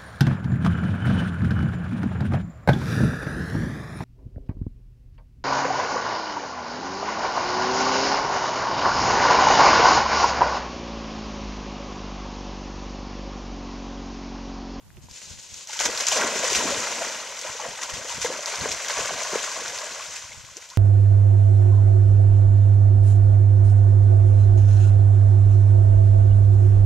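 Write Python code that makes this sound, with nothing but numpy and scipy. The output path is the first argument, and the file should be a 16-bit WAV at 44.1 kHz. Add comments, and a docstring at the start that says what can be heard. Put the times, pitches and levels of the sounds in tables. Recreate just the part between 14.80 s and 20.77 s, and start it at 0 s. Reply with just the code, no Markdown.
"""Dogs romping through a shallow river

Two dogs kick off from a sandy bank, leap in, romp through the water and climb out: gritty noise, then splashing.
Paws crack on the surface (tiny rings, noise bursts) and close air pockets (gliding tones); thrown water
rains back as filtered impacts and noise, and rising, decaying sines make the bubbles of all sizes.
A faint river and a light breeze, both shaped noise, reach the two microphone ports of a small camera."""
import sys
import numpy as np
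from scipy import signal
from scipy.fft import rfft, irfft
from scipy.io import wavfile

SR = 44100
rng = np.random.default_rng(int(sys.argv[2]) if len(sys.argv) > 2 else 0)


def wav_out(sig):
    """Save sig, one row per channel (or a flat mono array), as 16-bit PCM at SR to the path in sys.argv[1]."""
    wavfile.write(sys.argv[1], SR, np.round(np.clip(np.atleast_2d(sig).T, -1, 1) * 32767).astype(np.int16))


N = 263404
TIME = np.arange(N) / SR


def amp(db):
    """Decibels to gain."""
    return 10 ** (np.asarray(db) / 20)


def unit(x):
    """Scales to an rms of one."""
    return x / np.sqrt(np.mean(x ** 2) + 1e-20)


def level(rows, column=1):
    """Gain over time, interpolated in dB from one column of a curve."""
    rows = np.asarray(rows)
    return amp(np.interp(TIME, rows[:, 0], rows[:, column]))


def add(mix, start_s, sound):
    """Mixes a sound in at its start time."""
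    part = mix[round(start_s * SR):][:len(sound)]
    part += sound[:len(part)]


def colour(x, points, size=4096):
    """Minimum-phase filter with the given gain curve, so that attacks stay sharp."""
    freq_hz, gain_db = np.transpose(points)
    bin_hz = abs(np.fft.fftfreq(size, 1 / SR))
    bin_db = np.interp(np.log(bin_hz + 1), np.log(freq_hz), gain_db)
    log_gain = np.log(amp(bin_db))
    taps = np.fft.ifft(np.exp(np.conj(signal.hilbert(log_gain)))).real[:size // 2]
    return signal.oaconvolve(x, taps)[:len(x)]


def flutter(rate_hz, depth_db):
    """Random gain of rms one that wanders mostly below the given rate."""
    hz = np.fft.rfftfreq(N, 1 / SR)
    lowpass = 1 / (1 + (hz / rate_hz) ** 4)
    highpass = hz / (hz + rate_hz / 10)
    wander = unit(irfft(rfft(rng.standard_normal(N)) * lowpass * highpass, N))
    return unit(amp(depth_db * np.clip(wander, -2, 2)))


def impacts(per_s, spread_db):
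    """Random impacts of either sign, their sizes in dB spread exponentially."""
    size = amp(spread_db * np.minimum(rng.exponential(1, N), 5))
    return size * rng.choice([-1, 1], N) * (rng.random(N) < per_s / SR)


def bubbles(low_hz, high_hz, per_s, cycles, rise, spread_db, count):
    """Bubbles of many sizes ring for a few cycles and rise in pitch as they near the surface."""
    out, t = np.zeros(N), TIME[:SR // 12]
    for hz in np.geomspace(low_hz, high_hz, count):
        age = t * hz / (cycles * rng.uniform(.5, 1.5))
        pitch_hz = hz * (1 + rise * np.minimum(age, 2))
        ring = np.exp(-age) * np.sin(2 * np.pi * np.cumsum(pitch_hz) / SR)
        struck = signal.oaconvolve(impacts(per_s / count, spread_db), ring)[:N]
        out += np.sqrt(hz) * unit(struck)
    return unit(out)


def surges(rows, column=2):
    """Gain over time from events that swell quickly and die away slowly; their powers add."""
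    power, t = np.zeros(N), TIME[:SR]
    for row in rows:
        start_s, swell_s, db = row[0], row[1], row[column]
        shape = t / swell_s * np.exp(1 - t / swell_s)
        add(power, start_s, (amp(db) * shape) ** 2)
    return np.sqrt(power)


def plops(rows, rough=0.47, width_hz=400, trim_db=-3.5):
    """Short gliding tones that swell and die within a few cycles, with a ragged edge."""
    out, t = np.zeros(N), TIME[:SR // 10]
    pole = np.exp(-2 * np.pi * width_hz / SR)
    for start_s, pitch_hz, level_db, swell_s, glide_oct_per_s in rows:
        ragged = unit(signal.lfilter([1], np.poly([pole, pole]), rng.standard_normal(len(t))))
        tone = np.sin(2 * np.pi * np.cumsum(pitch_hz * 2 ** (glide_oct_per_s * t)) / SR)
        swell = (t / swell_s * np.exp(1 - t / swell_s)) ** 2
        plop = amp(level_db) * swell * tone * (1 + rough * ragged)
        add(out, start_s, signal.lfilter(*signal.butter(2, pitch_hz / 2, "high", fs=SR), plop))
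    return amp(trim_db) * out


# paws and flung water striking, before trim: start_s, crack_db, ring_hz
SLAP_EVENTS = [(0.3119, -33, 4900), (.742, -27.5, 5370), (.873, -26.5, 5830), (.9912, -14, 3280),
               (1.001, -15, 6500), (1.011, -17, 6430), (1.0542, -11.5, 6600), (1.103, -21, 6200),
               (1.176, -15.5, 4680), (1.208, -15, 6000), (1.268, -12, 5760), (1.2852, -11, 6370),
               (1.317, -12.5, 2940), (1.413, -15, 2400), (1.702, -16, 4970), (1.731, -12, 6500),
               (1.75, -12, 2370), (2.591, -20.5, 6000), (2.614, -21.5, 6530), (3.0335, -18, 6400),
               (3.098, -22, 5500), (3.295, -21.5, 3020), (3.417, -23, 5450), (3.445, -17, 2020),
               (3.659, -16.5, 4760), (3.756, -23, 5000), (3.791, -23, 5500), (3.917, -14, 5470),
               (3.924, -18, 5500), (4.047, -18, 1900), (4.084, -15.5, 6030), (4.258, -19, 5740),
               (4.434, -18, 6000), (4.641, -17.5, 1540), (4.881, -22, 6000), (4.987, -20, 4500),
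               (5.365, -33, 6500), (5.565, -44, 2500), (5.649, -33, 2187), (5.769, -23, 6200),
               (5.901, -28, 4300)]
# slap filter: freq_hz, gain_db
SLAP_FILTER = [(40, -45), (150, -24), (500, -2), (1200, -0.5), (3500, 7), (5500, 10), (10000, 0.5),
               (15000, 10)]


def cracks(ring_cycles=1.73, snap_db=-7, trim_db=-1):
    """Each blow on water or wet sand cracks with a tiny ring."""
    out, t = np.zeros(N), TIME[:SR // 50]
    for start_s, crack_db, ring_hz in SLAP_EVENTS:
        ring = np.sin(2 * np.pi * ring_hz * t) + amp(snap_db) * rng.standard_normal(len(t))
        fade = np.exp(-t * ring_hz / ring_cycles) * (1 - np.exp(-2 * t * ring_hz))
        add(out, start_s, amp(crack_db + trim_db) * ring * fade)
    return colour(out, SLAP_FILTER)


def bursts(grain_db=4.0, decay_s=0.0093, trim_db=-16.5):
    """Each blow throws a brief burst of drops; the higher its crack rings, the thinner it sounds."""
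    out, t = np.zeros(N), TIME[:SR // 10]
    fade = np.exp(-t / decay_s) * (1 - np.exp(-14 * t / decay_s))
    for start_s, crack_db, ring_hz in SLAP_EVENTS:
        drops, sizes = rng.standard_normal((2, len(t)))
        burst = unit(drops * amp(grain_db * sizes)) * fade
        thinned = signal.lfilter(*signal.butter(1, ring_hz / 5, "high", fs=SR), burst)
        add(out, start_s, amp(crack_db + trim_db) * thinned)
    return colour(out, SLAP_FILTER)


# air pockets closing behind legs and bodies, before trim: start_s, pitch_hz, level_db, swell_s, glide_oct_per_s
AIR_POCKETS = [(.89, 930, -34, 0.0078, -10), (.952, 1013, -35, 0.01, -15), (1.005, 773, -16, 0.0016, -11),
               (1.08, 445, -24, 0.0087, 10.5), (1.118, 760, -35, 0.0041, 4), (1.215, 570, -24, 0.004, -3),
               (1.358, 533, -19, 0.0053, -14), (1.428, 402, -20.5, 0.012, 0),
               (1.455, 564, -19.5, 0.0059, 1), (1.553, 428, -21.5, 0.0073, -11),
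               (1.635, 530, -22, 0.0067, -5), (1.717, 434, -17, .004, -24), (1.85, 254, -17, 0.0059, 2),
               (1.908, 612, -21, 0.0073, -8.5), (2.205, 637, -19.5, 0.01, 5.5),
               (2.644, 550, -25, 0.0068, 19), (2.747, 455, -29.5, 0.0058, 12),
               (2.797, 920, -22.5, 0.0039, -17), (2.828, 602, -28, 0.024, 4),
               (2.86, 522, -26.5, 0.0053, 25), (2.882, 215, -27, .003, -21), (3.031, 1100, -25, 0.0027, 0),
               (3.186, 547, -32.5, 0.01, 1), (3.245, 484, -33, 0.0089, 4), (3.3, 1070, -24, 0.0021, -3),
               (3.378, 178, -25.5, 0.0039, -6), (3.444, 490, -11.5, 0.005, -1), (3.5, 484, -20, 0.0039, 8),
               (3.585, 593, -24.5, 0.0062, 1.5), (3.855, 450, -19.5, 0.0033, -7),
               (4.186, 450, -18, .004, -3), (4.305, 695, -18.5, 0.0027, 6), (4.528, 400, -17, 0.0042, -7),
               (4.554, 474, -14.5, 0.0033, -13), (4.773, 550, -22, 0.0021, -8),
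               (4.815, 483, -26.5, 0.0036, 3), (5.035, 630, -24, 0.004, -5),
               (5.204, 1140, -27.5, 0.0046, -3), (5.44, 1010, -35, 0.0025, 6),
               (5.518, 2180, -32, 0.0026, -3), (5.686, 1150, -36, 0.0026, -17),
               (5.757, 238, -39, 0.014, 37), (5.91, 879, -39, 0.007, 17), (5.935, 1100, -37, .0025, 6)]


def pockets():
    """Air pockets closing under water sound as short gliding tones."""
    return plops(AIR_POCKETS)


# steady commotion under the splashes, before layer trims: time_s, spray_db, churn_db
COMMOTION_CURVE = [(0.85, -45, -54), (0.95, -35, -55), (1.08, -37, -33.5), (1.16, -31, -36),
                   (1.43, -31.5, -35.5), (1.78, -27, -31), (2.15, -32, -33.5), (2.33, -33.5, -38),
                   (2.45, -38, -40.5), (3.09, -39, -42), (4.0, -34, -38.5), (4.29, -35, -33),
                   (4.53, -31.5, -36), (5.07, -36.5, -38), (5.26, -38, -44.5), (5.5, -43.5, -53.5),
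                   (5.67, -47, -57), (5.97, -48.5, -58)]
# sheets of water from a stride or leap, before layer trims: start_s, swell_s, spray_db, churn_db
SPLASH_EVENTS = [(.885, 0.011, -38, -61), (.925, 0.008, -33, -56), (.988, 0.027, -25.5, -34),
                 (1.052, 0.006, -20, -29.5), (1.2, 0.0082, -25.5, -26), (1.265, 0.015, -25.5, -45),
                 (1.31, 0.021, -24.5, -28.5), (1.355, 0.019, -26, -26), (1.39, 0.048, -39, -27),
                 (1.55, 0.014, -29, -49), (1.625, 0.02, -31, -30.5), (1.695, 0.023, -28.5, -38),
                 (1.745, 0.015, -23, -33), (2.2, 0.031, -38, -35), (2.635, 0.042, -37.5, -42.5),
                 (2.79, 0.04, -41, -34.5), (3.012, 0.013, -31, -32.5), (3.085, 0.014, -37, -35),
                 (3.13, 0.018, -34.5, -57), (3.265, 0.041, -34.5, -45), (3.405, 0.021, -29.5, -51),
                 (3.442, 0.011, -32, -28), (3.505, 0.02, -37, -35.5), (3.655, 0.027, -34.5, -38),
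                 (3.71, 0.036, -37, -34.5), (3.8, 0.033, -33.5, -34), (3.905, 0.0091, -31.5, -36),
                 (4.075, 0.036, -32, -32.5), (4.15, 0.056, -31.5, -42), (4.4, 0.0059, -31, -40),
                 (4.53, 0.025, -40, -31.5), (4.635, 0.0074, -38, -36), (5.18, 0.01, -50, -43),
                 (5.3, 0.046, -39.5, -55), (5.355, 0.0087, -39, -57), (5.505, 0.01, -50, -49),
                 (5.757, 0.011, -47, -63), (5.81, 0.018, -44.5, -63)]
# bodies sinking into deeper water, before layer trims: start_s, swell_s, level_db
PLUNGE_EVENTS = [(1.04, 0.025, -43.5), (1.35, 0.064, -36.5), (1.53, 0.075, -46.5), (1.74, 0.096, -40),
                 (1.82, 0.061, -45), (2.08, 0.097, -47.5), (2.85, 0.023, -55), (3.15, 0.03, -49),
                 (3.46, 0.042, -45), (3.81, .035, -42), (4.17, 0.019, -44.5), (4.29, 0.029, -47.5),
                 (4.51, 0.028, -47.5), (4.75, 0.052, -53), (5.11, 0.0083, -50)]


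def commotion(afloat, wading_db=-25.5):
    """Gains that drive the water: splashes ride on steady commotion; wading and plunges push air deeper."""
    spray_gain = np.hypot(afloat * level(COMMOTION_CURVE), surges(SPLASH_EVENTS))
    thrown = spray_gain * flutter(rate_hz=48, depth_db=0.92)
    stirred = np.hypot(afloat * level(COMMOTION_CURVE, column=2), surges(SPLASH_EVENTS, column=3))
    depth = np.hypot(amp(wading_db) * stirred, surges(PLUNGE_EVENTS))  # wading is relative to churn
    return thrown, stirred, depth


# spray filter: freq_hz, gain_db
SPRAY_FILTER = [(50, -50), (200, -34.5), (600, -7.5), (1500, 4), (2500, 3.5), (4000, 1), (6000, 5),
                (10000, -6.5), (15000, -3.5)]


def spray(thrown, trim_db=-1.0):
    """Drops patter on the river over a fine mist: impacts plus equal noise."""
    drops = unit(impacts(per_s=3200, spread_db=-2.5))
    rain = drops + rng.standard_normal(N)
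    return amp(trim_db) * unit(colour(rain, SPRAY_FILTER)) * thrown


def tinkle(thrown, trim_db=-5.5):
    """Many drops leave tiny ringing bubbles."""
    rings = bubbles(1300, 9500, per_s=2600, cycles=4.5, rise=.02, spread_db=3.4, count=56)
    return amp(trim_db) * rings * thrown


# froth filter: freq_hz, gain_db
CHURN_FILTER = [(60, -57), (300, -17), (550, -5), (820, 2.5), (1050, 3), (1400, 0.5), (2200, -3),
                (3200, -14), (6000, -51)]


def churn(stirred, trim_db=-0.5):
    """Legs beat air into the water: a froth of small bubbles."""
    froth = bubbles(626, 3520, per_s=1100, cycles=6.5, rise=0.094, spread_db=1.0, count=30)
    unsteady = flutter(rate_hz=36, depth_db=-2.5)
    return amp(trim_db) * unit(colour(froth, CHURN_FILTER)) * unsteady * stirred


# middling bubble filter: freq_hz, gain_db
GURGLE_FILTER = [(60, -37), (220, -9), (350, -10.5), (480, -1), (650, 6), (850, -3.5), (2000, -22.5)]


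def gurgle(stirred, depth, by_depth=0.18, trim_db=-1):
    """Middling bubbles need both churning and some depth, so they thin out in the shallows."""
    blobs = bubbles(378, 710, per_s=640, cycles=3.6, rise=0.059, spread_db=2.5, count=12)
    gain = stirred ** (1 - by_depth) * depth ** by_depth
    return amp(trim_db) * unit(colour(blobs, GURGLE_FILTER)) * gain


# large bubble filter: freq_hz, gain_db
WALLOW_FILTER = [(30, -45), (80, -26), (140, -13.5), (230, -0.5), (380, -3.5), (520, -6.5), (1000, -38)]


def wallow(depth, trim_db=5.5):
    """Chests and flanks push under large, well damped bubbles."""
    gulps = bubbles(130, 480, per_s=320, cycles=1.8, rise=.03, spread_db=1, count=12)
    return amp(trim_db) * unit(colour(gulps, WALLOW_FILTER)) * depth


def drips(stirred, trim_db=-18):
    """Heavy drops off coats and legs ring out singly, and stand clearer as the water calms."""
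    plinks = bubbles(950, 4200, per_s=110, cycles=7, rise=.03, spread_db=2.6, count=26)
    return amp(trim_db) * plinks * stirred ** .75


# sand filter: freq_hz, gain_db
SAND_FILTER = [(200, -13.5), (600, -1), (1300, -2.5), (2700, 2.5), (4500, 4.5), (7000, 4.5), (10000, -4.5),
               (15000, -8.5)]
# paws kicking off from the sand, before trim: start_s, swell_s, level_db
KICK_EVENTS = [(.212, 0.026, -55.5), (.283, .025, -50), (.32, 0.043, -43.5), (.405, 0.03, -43),
               (.465, 0.041, -43), (.583, 0.011, -43.5), (.6, 0.043, -45.5), (.68, 0.073, -44.5),
               (.75, 0.031, -43), (.82, 0.017, -47)]


def sand(trim_db=-0.5):
    """Scrabbling paws throw clumps of gritty sand: impacts plus noise, surging at each kick."""
    grit = unit(impacts(per_s=5400, spread_db=4.0)) + amp(2) * rng.standard_normal(N)
    clumps = flutter(rate_hz=38, depth_db=1.1)
    return amp(trim_db) * unit(colour(grit, SAND_FILTER)) * clumps * surges(KICK_EVENTS)


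# soft knocks on the camera body, before trim: start_s, pitch_hz, level_db, swell_s, glide_oct_per_s
BODY_KNOCKS = [(.17, 347, -43, 0.0085, 0), (.177, 129, -35.5, 0.006, 0)]


def knocks():
    """Soft knocks on the camera body sound as short dull tones."""
    return plops(BODY_KNOCKS)


# river filter: freq_hz, gain_db
RIVER_FILTER = [(50, -13), (300, -3), (900, 5.5), (1500, -2), (3000, -5), (6000, -14), (15000, -17)]


def river(wash_db=-64, ripples_db=-63.5):
    """The faint steady wash of the river, with ripples lapping at the bank."""
    wash = unit(colour(rng.standard_normal(N), RIVER_FILTER))
    ripples = bubbles(720, 2920, per_s=81, cycles=1.9, rise=0.088, spread_db=9.5, count=8)
    return amp(wash_db) * wash + amp(ripples_db) * ripples


# breeze filter: freq_hz, gain_db
BREEZE_FILTER = [(15, -51), (40, 2), (85, 10), (170, -1.5), (270, -22), (500, -16), (2000, -28)]
# puffs of breeze, before trim: middle_s, half_length_s, level_db
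BREEZE_PUFFS = [(0.063, 0.089, -50), (.19, 0.048, -44), (.29, .04, -46), (0.533, 0.053, -46),
                (0.736, 0.038, -52), (1.064, 0.043, -50), (1.315, .025, -49), (1.768, 0.044, -43.5),
                (1.958, 0.061, -46), (2.694, 0.013, -42), (2.902, .02, -44.5), (3.153, 0.041, -44),
                (3.404, 0.042, -43.5), (3.813, 0.021, -35), (3.903, 0.043, -43), (4.214, 0.027, -41),
                (4.34, .04, -50.5), (4.53, .07, -58), (4.9, 0.051, -54), (5.305, 0.02, -46),
                (5.456, 0.034, -50), (5.604, 0.067, -50)]


def breeze(calm_db=-65, eddy_hz=155, eddy_db=-5, trim_db=-1.0):
    """Lumpy low buffeting at one port: rounded puffs of rumble and small eddies over nearly calm air."""
    power = amp(calm_db) ** 2
    for middle_s, half_length_s, level_db in BREEZE_PUFFS:
        power = power + amp(level_db) ** 2 * np.exp(-((TIME - middle_s) / half_length_s) ** 2)
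    rumble = unit(colour(rng.standard_normal(N), BREEZE_FILTER))
    octave_hz = [eddy_hz / np.sqrt(2), eddy_hz * np.sqrt(2)]
    eddies = unit(signal.lfilter(*signal.butter(2, octave_hz, "band", fs=SR), rng.standard_normal(N)))
    air = rumble + amp(eddy_db) * eddies
    return amp(trim_db) * air * flutter(rate_hz=30, depth_db=5.5) * np.sqrt(power)


# lag of the close reflection as the dogs move: time_s, lag_ms
REFLECTION_LAG = [(1, 1.97), (2, 2.01), (3, 2.04), (4.3, 1.88), (5.4, 1.99)]


def outdoors(x, echo=0.29, dull_hz=2200):
    """One close, dull reflection hollows the low middle and shifts as the dogs move."""
    dull = signal.filtfilt(*signal.butter(2, dull_hz, fs=SR), x)
    lag_s = np.interp(TIME, *np.transpose(REFLECTION_LAG)) / 1000
    return x + echo * np.interp(TIME - lag_s, TIME, dull)


# share that comes straight: freq_hz, gain_db
DIRECT_SHARE = [(1200, -1.5), (4500, -1), (7000, -1.5), (10000, -4), (14000, -4.5)]
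# share that comes scattered, different at each port: freq_hz, gain_db
SCATTERED_SHARE = [(300, 8), (1200, -17.5), (2500, -7), (4500, -5), (7000, -9.5), (10000, 8.5),
                   (14000, -1.5)]


def scene(right_breeze_db=0.5):
    """The run over the sand gives way to the splashing; both reach two ports in the breeze."""
    afloat = np.clip((TIME - .85) / 0.039, 0, 1)
    thrown, stirred, depth = commotion(afloat)
    # fine patter arrives once straight and once more, scrambled by the ripples, at each port
    straight, left, right = [(1 - afloat) * sand() + spray(thrown) + bursts() for _ in range(3)]
    small_bubbles = tinkle(thrown) + drips(stirred) + churn(stirred)
    large_bubbles = gurgle(stirred, depth) + wallow(depth) + pockets()
    shared = straight + cracks() + small_bubbles + large_bubbles + river()
    direct = colour(outdoors(shared), DIRECT_SHARE) + knocks()
    left_port = colour(left, SCATTERED_SHARE) + breeze()
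    right_port = colour(right, SCATTERED_SHARE) + amp(right_breeze_db) * breeze()  # faces the wind
    return direct + np.array([left_port, right_port])


# ring of the left port: freq_hz, gain_db
LEFT_RING = [(300, -1.03), (3000, 1.5), (4500, 0.5), (5600, 2), (6300, 5.5), (6900, 9.5), (7500, 7),
             (8500, 0), (10300, -12), (13000, -8.5), (14200, -14)]
# ring of the right port: freq_hz, gain_db
RIGHT_RING = [(300, -2.5), (3000, 1), (4500, .5), (5700, 3.5), (6300, 6), (7000, 1), (7900, -8.5),
              (9500, -13.5), (11000, -15), (12200, -26), (14200, -24)]


def record(dry, left_lag_s=.000021, hiss_db=-61, edge_hz=14230):
    """Two ports, millimetres apart, colour the treble; the amplifier adds faint hiss; then the band limit."""
    hz = np.fft.rfftfreq(N, 1 / SR)
    later = irfft(rfft(dry[0]) * np.exp(-2j * np.pi * hz * left_lag_s), N)
    ports = np.array([colour(later, LEFT_RING), colour(dry[1], RIGHT_RING)])
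    ports = ports + amp(hiss_db) * rng.standard_normal((2, N))
    lowpass = signal.firwin(401, edge_hz, window=("kaiser", 8), fs=SR)
    return signal.oaconvolve(ports, lowpass[None], "same")


dry = scene()
out = record(dry)
wav_out(out)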